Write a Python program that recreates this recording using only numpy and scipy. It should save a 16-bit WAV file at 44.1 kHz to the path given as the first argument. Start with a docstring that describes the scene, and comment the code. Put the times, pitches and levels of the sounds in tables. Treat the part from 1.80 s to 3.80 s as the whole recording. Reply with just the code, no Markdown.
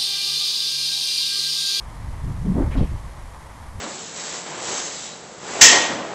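"""A boomerang is thrown in a wide open field, heard from a microphone worn by the thrower.
Its spinning arms cut the air in short bright swishes that fade away. Wind buffets the microphone;
as the body swings, air rushes past and eddies at the port rise in pitch, then swell again
and sink in the follow-through. Underneath lies a bed of far, steady wash and faint hiss."""
import sys
import numpy as np
from scipy import signal
from scipy.fft import rfft, irfft
from scipy.io import wavfile
from scipy.ndimage import uniform_filter1d, map_coordinates

SR = 44100
rng = np.random.default_rng(int(sys.argv[2]) if len(sys.argv) > 2 else 0)


def dump(signal):
    """Clip the signal to [-1, 1] and save it as 16-bit WAV at the path in sys.argv[1]."""
    limited = np.clip(np.atleast_2d(signal).T, -1, 1)
    pcm = np.round(limited * 32767).astype(np.int16)
    wavfile.write(sys.argv[1], SR, pcm)


N = 88200
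T = np.arange(N) / SR


def from_db(db):
    """Decibels to gain."""
    return 10 ** (np.asarray(db) / 20)


def shaped_noise(gain_at):
    """Unit-power noise whose gain is a function of frequency."""
    hz = np.maximum(np.arange(N + 1) * SR / (2 * N), 1)
    x = irfft(rfft(rng.standard_normal(2 * N)) * gain_at(hz))[:N]
    return x / np.sqrt(np.mean(x ** 2) + 1e-20)


def noise(colour):
    """Unit-power noise through an EQ curve of (f/Hz, level/dB) points."""
    at, db = np.transpose(colour)
    return shaped_noise(lambda hz: from_db(np.interp(np.log(hz), np.log(at), db)))


def drift(rate_hz):
    """Smooth random wander, spread 1."""
    return shaped_noise(lambda hz: 1 / (1 + (hz / rate_hz) ** 2))


def evened(x, span_s):
    """Hold the power of a noise steady over a short span."""
    size = max(int(span_s * SR), 2)
    return x / np.sqrt(uniform_filter1d(uniform_filter1d(x * x, size), size) + 1e-9)


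def swell(at, rise_s, fall_s):
    """Bell-shaped envelope with its own rise and fall."""
    return np.exp(-.5 * ((T - at) / np.where(T < at, rise_s, fall_s)) ** 2)


def far_wash():
    """The distant bed of the open field, fluttering slightly in the wind."""
    # EQ of the open air: f/Hz, level/dB
    colour = [(60, -10.5), (200, -4), (400, -8.5), (600, -4), (760, -4), (930, -0.5), (1130, -2),
              (1400, -10.5), (1650, -10), (1950, -9.5), (2250, -13.5), (2650, -21), (3200, -20.5),
              (4200, -25), (8000, -41)]
    level_db = -44.5 + 0.5 * drift(rate_hz=11) + 0.65 * drift(rate_hz=37)
    return from_db(level_db) * noise(colour)


def microphone_hiss():
    """Faint, flickering hiss that lifts a touch while the microphone moves."""
    # EQ of the hiss: f/Hz, level/dB
    colour = [(100, -8), (3000, 0), (6000, 1.5), (9000, 0), (11000, -0.5), (12000, -6), (12700, -17),
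              (13200, -48)]
    # gain ride on the hiss: t/s, level/dB
    lift = [(0.0, -0.5), (0.35, -0.1), (0.48, 0.5), (0.65, 0.6), (1.05, 0.5), (1.25, 0), (2.0, -.5)]
    level_db = -55 + np.interp(T, *np.transpose(lift)) + 0.74 * drift(rate_hz=150)
    return from_db(level_db) * noise(colour)


def buffeting():
    """Lumpy low pressure of the wind on the microphone port."""
    # envelope of the gusts: t/s, level/dB
    gusts = [(0.0,-40.5),(0.06,-33),(0.13,-37.5),(0.22,-32),(0.29,-28),(0.40,-32.5),(0.463,-22.5),(0.56,-29.5),(0.68,-28.5),(0.77,-23.5),(0.875,-18.5),(0.918,-27),(1.005,-14.5),(1.095,-29),(1.134,-22),(1.22,-37),(1.26,-31),(1.34,-39.5),(1.44,-34),(1.55,-40.5),(1.74,-42.5),(2.0,-32)]
    # EQ of the rumble: f/Hz, level/dB
    colour = [(15, -8), (30, -2.5), (60, -1), (90, -8), (130, -12), (200, -22.5), (300, -29.5),
              (500, -44.5), (1200, -58), (8000, -100)]
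    envelope = from_db(np.interp(T, *np.transpose(gusts)))
    return envelope * evened(noise(colour), span_s=0.044)


def eddies(gesture, base_hz=200, width=0.39):
    """A narrow band of turbulence, run faster and so higher as the air speeds up."""
    times, pitch, db = np.transpose(gesture)
    core = shaped_noise(lambda hz: 1 / (1 + (np.log(hz / base_hz) / width * 2) ** 4))
    skirt = from_db(-7) * shaped_noise(lambda hz: (hz / base_hz) / (1 + (hz / base_hz) ** 3.84))
    playhead = np.cumsum(np.interp(T, times, pitch) / base_hz)
    flow = map_coordinates(core + skirt, [playhead], order=1, mode="mirror")
    envelope = from_db(np.interp(T, times, db, left=-np.inf, right=-np.inf))
    return envelope * evened(flow, span_s=0.027)


def body_swing():
    """The thrower's swing sheds eddies at the microphone port in two low whooshes."""
    # eddies climbing through the wind-up and throw: t/s, f/Hz, level/dB
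    wind_up = [(0.41, 110, -50), (0.445, 126.8, -27), (0.50, 126.5, -31), (0.55, 135, -37.5),
               (0.61, 128.6, -28), (0.64, 149.5, -31), (0.665, 162.4, -20.5), (0.71, 185.3, -17),
               (0.735, 182.3, -25), (0.76, 209.3, -22), (0.79, 291, -18.5), (0.82, 292.7, -21.5),
               (0.85, 252.8, -37), (0.90, 186, -47)]
    # eddies swelling again and sinking: t/s, f/Hz, level/dB
    follow_through = [(0.92, 199.4, -57), (0.955, 227.8, -30.5), (0.972, 248, -24.5), (0.995, 196, -20.5),
                      (1.018, 160, -22), (1.045, 145, -24), (1.07, 140, -61), (1.105, 146, -60),
                      (1.13, 169, -41.5), (1.16, 131, -46)]
    return eddies(wind_up) + eddies(follow_through)


def air_rush(flutter_db=2.0):
    """Broad, fluttering air noise at the fastest moments of the swing."""
    # bursts of air: t/s, level/dB, rise/s, fall/s, centre f/Hz
    bursts = [(0.797, -29.5, .038, 0.037, 390), (0.835, -36, 0.029, 0.031, 820),
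              (0.976, -36, 0.043, 0.03, 740), (1.017, -24, 0.013, .02, 330), (1.128, -43, 0.021, .013, 263)]
    # EQ of a burst: multiple of the centre frequency, level/dB
    colour = [(.3, -3.5), (.7, 2), (1.0, 0.5), (1.6, -7.5), (2.6, -14), (3.6, -33), (5.5, -42), (8, -41),
              (30, -74)]
    out = 0
    for at, db, rise, fall, centre in bursts:
        air = noise([(centre * ratio, eq_db) for ratio, eq_db in colour])
        out += from_db(db) * swell(at, rise, fall) * evened(air, span_s=0.016)
    return out * from_db(flutter_db * drift(rate_hz=69))


def boomerang(width_oct=0.48, sheen_db=-24.5):
    """Each pass of a spinning arm cuts the air: a short band of noise with a broad, airy sheen."""
    # passes of the arms, fading away: t/s, level/dB, centre f/Hz
    passes = [(0.926, -41, 2000), (0.981, -46.5, 3100), (1.023, -48, 2570), (1.08, -53.5, 2120),
              (1.18, -56.5, 2060)]
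    out = 0
    for at, db, centre in passes:
        air = shaped_noise(lambda hz: np.exp(-.5 * (np.log2(hz / centre) / width_oct) ** 2)
                           + from_db(sheen_db) / (1 + (hz / 12000) ** 10))
        out += from_db(db) * swell(at, rise_s=0.011, fall_s=0.027) * air
    return out


def scene():
    """Wind, throw and background bed, mixed in mono."""
    return (buffeting() + body_swing() + air_rush() + boomerang() + far_wash() + microphone_hiss())[None]


def record(dry):
    """A steep low-pass takes off the top end."""
    cutoff_hz = 13100
    return signal.sosfilt(signal.ellip(10, .1, 80, cutoff_hz, fs=SR, output="sos"), dry)


dry = scene()
out = record(dry)
dump(out)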